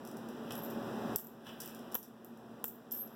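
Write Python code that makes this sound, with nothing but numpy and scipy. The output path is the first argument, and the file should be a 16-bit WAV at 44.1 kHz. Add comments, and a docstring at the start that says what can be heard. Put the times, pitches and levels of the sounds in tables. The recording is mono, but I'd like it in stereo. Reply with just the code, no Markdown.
"""Coins into a foil boat

Coins drop one by one onto a pile of coins in a foil boat in a kitchen sink. Each clinks and rings:
noisy contact bursts, shimmering sines and grainy jingles. The foil crackles, rustles and knocks dully
in noise bursts and grains; an appliance hums in steady and drifting tones over a rush of air.
The recorder's gain control ducks at loud clinks, then lets the hum swell back."""
import sys
import numpy as np
from scipy import signal
from scipy.fft import rfft, irfft
from scipy.io import wavfile
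from scipy.ndimage import uniform_filter1d

SR = 44100
rng = np.random.default_rng(int(sys.argv[2]) if len(sys.argv) > 2 else 0)


def unload_audio(sound):
    """Save the sound as a 16-bit wav file, at the path given as the first command line argument."""
    columns = np.transpose(np.atleast_2d(sound))
    # keep every value between -1 and 1, then stretch to whole-number steps
    steps = np.round(np.clip(columns, -1, 1) * 32767)
    wavfile.write(sys.argv[1], SR, steps.astype(np.int16))


N = 138915
TIME = np.arange(N) / SR


def from_db(db):
    """Decibels to gain."""
    return 10 ** (np.asarray(db) / 20)


def at_hz(points, hz):
    """Read a table on a log-frequency axis."""
    f, v = np.transpose(points)
    return np.interp(np.log(hz + 1e-6), np.log(f), v)


def bins(size):
    """Frequencies of a spectrum in Hz."""
    return np.arange(size // 2 + 1) * SR / size


def colour(x, spectrum):
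    """Give noise a spectrum; rms 1."""
    y = irfft(rfft(x) * from_db(at_hz(spectrum, bins(len(x)))), len(x))
    return y / np.sqrt(np.mean(y ** 2))


def pan(db):
    """Left and right gains of equal total power; positive dB lifts left and lowers right."""
    g = from_db([[db], [-db]])
    return g / np.sqrt(np.mean(g ** 2))


def add(out, s, sound):
    """Mix a sound in at a time in seconds."""
    i = int(s * SR)
    out[i:i + len(sound)] += sound[:N - i]


def high_pass(x, cut_hz):
    """Take the bass off a body too small to radiate it."""
    return signal.sosfilt(signal.butter(2, cut_hz, "high", fs=SR, output="sos"), x)


def burst(spectrum, decay_s):
    """A short contact: a fading noise burst with a set spectrum and the energy of a plain decay."""
    t = TIME[:2048]
    fade = np.exp(-t / decay_s)
    # keep only the phases of fading noise; the magnitudes come from the table
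    phase = np.angle(rfft(rng.standard_normal(len(t)) * fade))
    x = irfft(from_db(at_hz(spectrum, bins(len(t)))) * np.exp(1j * phase))
    x = x * fade ** (1 / 4)  # gentle extra fade
    return x * np.sqrt(np.sum(fade ** 2) / np.sum(x ** 2))


def blows(rows, spectrum, decay_s):
    """A table of short contacts on one body."""
    out = np.zeros(N)
    for s, db in rows:
        add(out, s, from_db(db) * burst(spectrum, decay_s))
    return out


def grains(per_s, spectrum):
    """Random tiny touches at a mean rate, coloured by the body they strike; rms 1."""
    touches = rng.standard_normal(N) * (rng.random(N) < per_s / SR)
    return colour(touches, spectrum)


SHIMMER_HZ = 257  # random jitter points per second


def shimmering(hz, t, depth):
    """A sine of rms 1 whose height and phase jitter."""
    points = rng.standard_normal(size=(2, 2000))
    re, im = (np.interp(t * SHIMMER_HZ, np.arange(len(z)), z) for z in points)
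    depth = np.clip(depth, 0, 1)
    jitter = np.sqrt(1 - depth ** 2) + depth * (re + 1j * im) / np.sqrt(2)
    carrier = np.exp(2j * np.pi * (hz * t + rng.random()))
    return np.sqrt(2) * np.real(jitter * carrier)


def mode(hz, t60, depth):
    """A dying, shimmering sine that starts at rms 1."""
    t = TIME[:SR // 2]
    return shimmering(hz, t, depth) * from_db(-60 * t / t60)


COIN_PAN_DB, ROOM_PAN_DB = -23, -3
ROOM_T60_S, ROOM_ONSET_S = .25, 0.00059


def kitchen(x, room_db):
    """Direct sound from the right plus the diffuse ring of sink and room."""
    t = TIME[:SR // 2]
    envelope = from_db(-60 * t / ROOM_T60_S) * (1 - np.exp(-t / ROOM_ONSET_S))
    tail = rng.standard_normal((2, len(t))) * envelope
    tail /= np.sqrt(np.sum(tail ** 2, axis=1, keepdims=True))
    ring = signal.fftconvolve(x[None], tail)[:, :N]
    return pan(COIN_PAN_DB) * x + from_db(room_db) * pan(ROOM_PAN_DB) * ring


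# fan and room air: (f/Hz, level/dB per Hz)
AIR = [(20, -102), (35, -121), (58, -75.5), (95, -82.5), (130, -68.5), (195, -66), (230, -58.5),
       (280, -63.5), (440, -64), (520, -70.5), (700, -70.5), (1100, -76), (1650, -77.5), (2400, -81.5),
       (3000, -89), (4200, -90), (8500, -100), (12500, -99), (16000, -96)]
# how alike the air is in both channels: (f/Hz, left-right correlation)
LIKENESS = [(50, -0.5), (130, 0.39), (230, 0.8), (550, 0.69), (1200, -0.26), (2500, 0.063), (8000, -0.13)]


def air():
    """Steady broadband rush, its two channels partly alike at each frequency."""
    hz = bins(N)
    alike = np.clip(at_hz(LIKENESS, hz), -1, 1)
    noise = rfft(rng.standard_normal((2, N)))
    mid, side = noise * from_db(at_hz(AIR, hz)) * np.sqrt(SR) / 2
    return irfft(np.sqrt(1 + alike) * mid + np.sqrt(1 - alike) * side * [[1], [-1]], N)


WAVER_HZ = 3.8  # low-pass corner of the drift


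def waver():
    """Slow complex chance; rms 1."""
    step = 100  # samples between drift points
    low_pass = signal.butter(2, WAVER_HZ, fs=SR / step, output="sos")
    z = signal.sosfilt(low_pass, rng.standard_normal((2, N // step + 502)))[:, 500:]  # skip the start-up
    z = (z[0] + 1j * z[1]) / np.sqrt(2 * np.mean(z ** 2))
    return np.interp(np.arange(N) / step, np.arange(len(z)), z)


# appliance tones: (f/Hz, level/dB, waver/0-1)
HUM = [(118.6, -54, .2), (225.9, -43, 0), (240.2, -46, 0), (272.2, -53.5, 1), (362.4, -50.5, 0),
       (561.3, -53.5, 0.9), (1160, -64, 0.86)]


def hum():
    """Motor tones, some steady and some slowly drifting in height and phase."""
    out = np.zeros(N)
    for f, db, depth in HUM:
        drift = 1 - depth + np.sqrt(abs(depth)) * waver()
        out += from_db(db) * np.sqrt(2) * np.real(drift * np.exp(2j * np.pi * f * TIME))
    return out


AIR_PAN_DB = -1.05


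def appliance():
    """Motor tones, some steady and some slowly drifting, over a steady rush of air."""
    return pan(AIR_PAN_DB) * (air() + hum())


# coins and fingers slide over foil: (t/s, level/dB, attack/s, decay/s)
RUSTLES = [(.51, -49.5, 0.057, 0.12), (1.473, -39, 0.029, 0.095), (1.61, -45, 0.02, 0.23),
           (2.94, -48.5, 0.012, 0.048)]
# colour of rubbed foil: (f/Hz, level/dB)
RUSTLE = [(500, -15), (1500, 4), (2400, 4.5), (3000, 3), (4500, -7), (7000, -17.5), (11000, -15),
          (16000, -7)]
RUSTLE_GRAINS_PER_S = 2100


def rustles():
    """Sliding over foil: dense grains that swell and fade."""
    rubbing = np.zeros(N)
    for s, db, attack, decay in RUSTLES:
        slope = np.maximum((s - TIME) / attack, (TIME - s) / decay)
        rubbing += from_db(db) * np.exp(-slope)
    return grains(RUSTLE_GRAINS_PER_S, RUSTLE) * rubbing


# the foil wall buckles: (t/s, level/dB)
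BUCKLES = [(.507, -29), (.522, -53), (1.468, -28.5), (1.477, -36), (1.49, -29.5), (1.924, -41),
           (1.933, -42)]
# colour of a buckle: (f/Hz, level/dB)
BUCKLE = [(600, 2), (1600, -5), (2500, -2.5), (3050, 1), (3700, -11), (5000, -11), (12000, -26)]


def buckles():
    """The foil wall buckles: longer, mid-heavy bursts."""
    return blows(BUCKLES, BUCKLE, decay_s=0.0058)


# the foil snaps: (t/s, level/dB)
SNAPS = [(.0508, -32), (.0735, -30), (.0897, -46), (.1136, -36), (.1695, -33), (.2877, -35.5), (.507, -34),
         (.521, -28), (.578, -36), (.660, -43), (.709, -39.5), (1.1596, -26), (1.4486, -39),
         (1.6028, -18.5), (1.6065, -19.5), (1.612, -31), (1.618, -21), (1.627, -36), (1.635, -30),
         (1.650, -28), (1.6765, -25), (1.687, -37), (1.695, -39), (1.748, -28), (1.792, -34), (1.9172, -36),
         (1.9225, -30), (1.931, -47), (2.029, -23), (2.036, -28), (2.373, -38.5), (2.911, -23),
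         (2.921, -23), (2.948, -30), (2.962, -32), (2.975, -30), (3.076, -34.5)]
# colour of a snap: (f/Hz, level/dB)
SNAP = [(500, -1.5), (2000, -19.5), (4000, -6), (5500, 3.5), (8000, -1.5), (10000, 0.5), (13000, 2),
        (16000, 0.5)]


def snaps():
    """The foil snaps: short, bright bursts."""
    return blows(SNAPS, SNAP, decay_s=0.0015)


# the hull takes a coin's weight: (t/s, level/dB)
KNOCKS = [(1.160, -26), (1.191, -27), (1.9455, -27), (1.953, -14), (1.957, -16.5), (2.642, -15),
          (2.644, -20)]
# colour of the hull: (f/Hz, level/dB)
KNOCK = [(40, -40), (150, -12), (380, 13), (600, 8), (900, 4), (1400, 2.5), (2200, 0), (3500, -7.5),
         (6000, -23), (12000, -70)]


def knocks():
    """The hull thuds as it takes the weight: dull bursts."""
    return blows(KNOCKS, KNOCK, decay_s=0.0026)


FOIL_ROOM_DB, KNOCK_ROOM_DB = 0.5, -17  # room ring re direct sound before panning
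LOW_CUT_HZ = 76  # the small hull radiates no deep bass


def foil():
    """Sharp snaps, buckling walls, grainy rustles and the dull knock of the hull."""
    crackle = snaps() + buckles() + rustles()
    sound = kitchen(crackle, FOIL_ROOM_DB) + kitchen(knocks(), KNOCK_ROOM_DB)
    return high_pass(sound, LOW_CUT_HZ)


# the two close modes of the last coin: f/Hz
FREE_HZ = [12419, 12881]
# the last coin rings on while it rolls: (t/s, lower mode level/dB, upper mode level/dB)
FREE_RING = [(2.924, -38, -26), (2.955, -33, -30), (2.985, -33, -24), (3.008, -23.5, -26),
             (3.035, -32, -23.5), (3.05, -40, -45), (3.065, -37, -55), (3.095, -56, -67), (3.15, -51, -62)]
ROLL_SHIMMER = 0.32  # depth 0-1 of the jitter while a coin rolls on its rim


def rolling_coin():
    """A coin on its rim sings roughly in two close modes, then sinks to a faint ring."""
    s, *levels = np.transpose(FREE_RING)
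    ring = np.zeros(N)
    for hz, db in zip(FREE_HZ, levels):
        ring += from_db(np.interp(TIME, s, db)) * shimmering(hz, TIME, ROLL_SHIMMER)
    return pan(COIN_PAN_DB) * ring * (TIME > s[0])


# a landing coin sets the pile jingling: (t/s, level/dB, decay/s)
JINGLES = [(1.162, -20, 0.024), (1.605, -43, .03), (1.659, -45, .022), (1.95, -34, 0.0098),
           (2.641, -23, .02), (2.681, -32, .015), (2.925, -33, 0.065)]
# colour of the jingling pile: (f/Hz, level/dB)
JINGLE = [(3000, -27), (7000, -9), (10000, -11), (12000, 6), (13000, 1), (14400, 0), (15800, 4)]
JINGLE_TOUCHES_PER_S = 600


def jingle():
    """Dense tiny touches run through the pile after a landing and die away."""
    stir = np.zeros(N)
    for s, db, decay in JINGLES:
        stir += from_db(db) * (TIME > s) * np.exp(-np.abs(TIME - s) / decay)
    return grains(JINGLE_TOUCHES_PER_S, JINGLE) * stir


# colour of coin striking coin: (f/Hz, level/dB)
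CONTACT = [(300, -24), (2000, -17.5), (4300, -24), (6800, -1.5), (9000, -11), (11000, -1), (13000, 6),
           (15000, -0.5), (17000, 7.5)]
RATTLE_PER_S, RATTLE_DECAY_S = 900, 0.0073


def rattle():
    """Nudged coins chatter: a quickly fading run of tiny collisions."""
    t = TIME[:SR // 5]
    clicks = rng.standard_normal(len(t)) * (rng.random(len(t)) < RATTLE_PER_S / SR)
    return colour(clicks, CONTACT) * np.exp(-t / RATTLE_DECAY_S)


# neighbouring coins ring along: f/Hz
PILE_HZ = [11800, 12000, 12430, 13650, 14330, 14780, 15020, 15720]
PILE_T60_S, PILE_SHIMMER = 0.1, .7


def pile_ring():
    """The neighbours' modes, set off together by a contact."""
    return sum(mode(hz, PILE_T60_S, PILE_SHIMMER) for hz in PILE_HZ) / 2


# coin meets coin: (t/s, contact level/dB, first mode f/Hz, second mode f/Hz,
# ring level/dB re contact, ring t60/s)
CLINKS = [(.554, -22, 12740, 12600, -13, 0.095), (0.569, -38, 12600, 12570, 1, 0.19),
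          (.621, -34.5, 12170, 12800, -8.5, 0.19), (.635, -30.5, 12200, 13000, -8, 0.13),
          (0.649, -27, 12695, 14500, -21, 0.11), (0.702, -29, 12100, 13200, -19, 0.061),
          (1.1597, 0.5, 11980, 14700, -14, 0.042), (1.185, -9.5, 13470, 14560, -15, 0.054),
          (1.197, -14, 12150, 15050, -14, 0.036), (1.245, -25, 13300, 13800, -3, 0.054),
          (1.27, -17, 11800, 13400, -17, 0.026), (1.604, -25, 13600, 16200, -16, .05),
          (1.620, -26, 12500, 15500, -16, 0.057), (1.659, -15.5, 13400, 14200, -13, .04),
          (1.9446, -10.5, 12700, 12800, -5, 0.048), (1.9526, -2, 13500, 12700, -6, .04),
          (1.9524, 0, 14400, 14570, -16, 0.03), (2.030, -19.5, 12400, 12990, -12, 0.051),
          (2.247, -18, 12000, 13300, -14, 0.023), (2.6417, 1.5, 13400, 14100, -20, 0.06),
          (2.6548, -12.5, 13900, 14850, -9, 0.076), (2.68, -18, 14100, 14800, -1, 0.054),
          (2.918, -13, 12340, 14740, -1, 0.1), (2.9229, -11, 12420, 13000, 0.5, 0.027),
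          (2.95, -17, 13600, 14500, -11, 0.072), (2.973, -16.5, 14300, 15700, -13, 0.045),
          (3.035, -27, 12880, 14040, 2, 0.033)]
CONTACT_DECAY_S = .0009
RATTLE_DB, PILE_DB = -21, -34  # gains re contact
SHIMMER = 0.8  # a ringing coin jitters against its neighbours: depth 0-1
COIN_LOW_CUT_HZ = 600  # coins are too small to radiate bass
COIN_ROOM_DB = -4  # room ring re direct sound before panning


def coins():
    """Each contact is a crack, the coin's own two modes, a faint pile ring and a rattle, over jingles."""
    out = jingle()
    for s, db, first_hz, second_hz, ring_db, t60 in CLINKS:
        own = (mode(first_hz, t60, SHIMMER) + mode(second_hz, t60, SHIMMER)) / np.sqrt(2)
        add(out, s, from_db(db) * burst(CONTACT, CONTACT_DECAY_S))
        add(out, s, from_db(db + ring_db) * own)
        add(out, s, from_db(db + PILE_DB) * pile_ring())
        add(out, s, from_db(db + RATTLE_DB) * rattle())
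    # the tiny offset keeps silence from slowing the filter
    return kitchen(high_pass(out + 1e-18, COIN_LOW_CUT_HZ), COIN_ROOM_DB)


def scene():
    """Everything as it reaches the two microphones."""
    return appliance() + foil() + rolling_coin() + coins()


LIMIT_DB, START_DUCK_DB, RECOVER_DB_PER_S = -24.5, 11, 8.5
ATTACK_S, LOOK_AHEAD_S = 0.0036, .0013


def gain_control(x):
    """Peaks over the limit push the gain down within milliseconds; it climbs back at a steady rate."""
    power = uniform_filter1d(np.mean(x ** 2, axis=0), size=132)  # over 3 ms
    level_db = 10 * np.log10(np.abs(power) + 1e-12)
    climb = RECOVER_DB_PER_S * TIME
    # adding the climb turns steady recovery into a running maximum
    pushed = np.maximum(level_db - LIMIT_DB + climb, START_DUCK_DB)
    duck = np.maximum(np.maximum.accumulate(pushed) - climb, 0)
    duck = np.interp(TIME + LOOK_AHEAD_S, TIME, duck)
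    r = np.exp(-1 / (ATTACK_S * SR))
    smooth = duck[0] + signal.lfilter([1 - r], [1, -r], duck - duck[0])
    return x * from_db(-smooth)


# stereo widening: (f/Hz, share of the other channel/0-1)
CROSSFEED = [(200, 0.027), (1000, 0.99), (4000, 0.8), (9000, 0.62), (15000, 0.58)]
CROSSFEED_LAG_S = .000454


def widen(x):
    """Each channel gets a late, inverted share of the other."""
    hz, spectrum = bins(N), rfft(x)
    share = np.clip(at_hz(CROSSFEED, hz), 0, 1)
    late = np.exp(-2j * np.pi * hz * CROSSFEED_LAG_S) * spectrum[::-1]
    return irfft((spectrum - share * late) / np.sqrt(1 + share ** 2), N)


HISS_DB, CUTOFF_HZ = -77, 15850


def record(dry):
    """Gain control, stereo widening, faint hiss and a steep top cut."""
    hiss = from_db(HISS_DB) * rng.standard_normal((2, N))
    top_cut = signal.ellip(10, .2, 80, CUTOFF_HZ, fs=SR, output="sos")
    return signal.sosfilt(top_cut, widen(gain_control(dry)) + hiss)


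dry = scene()
out = record(dry)
unload_audio(out)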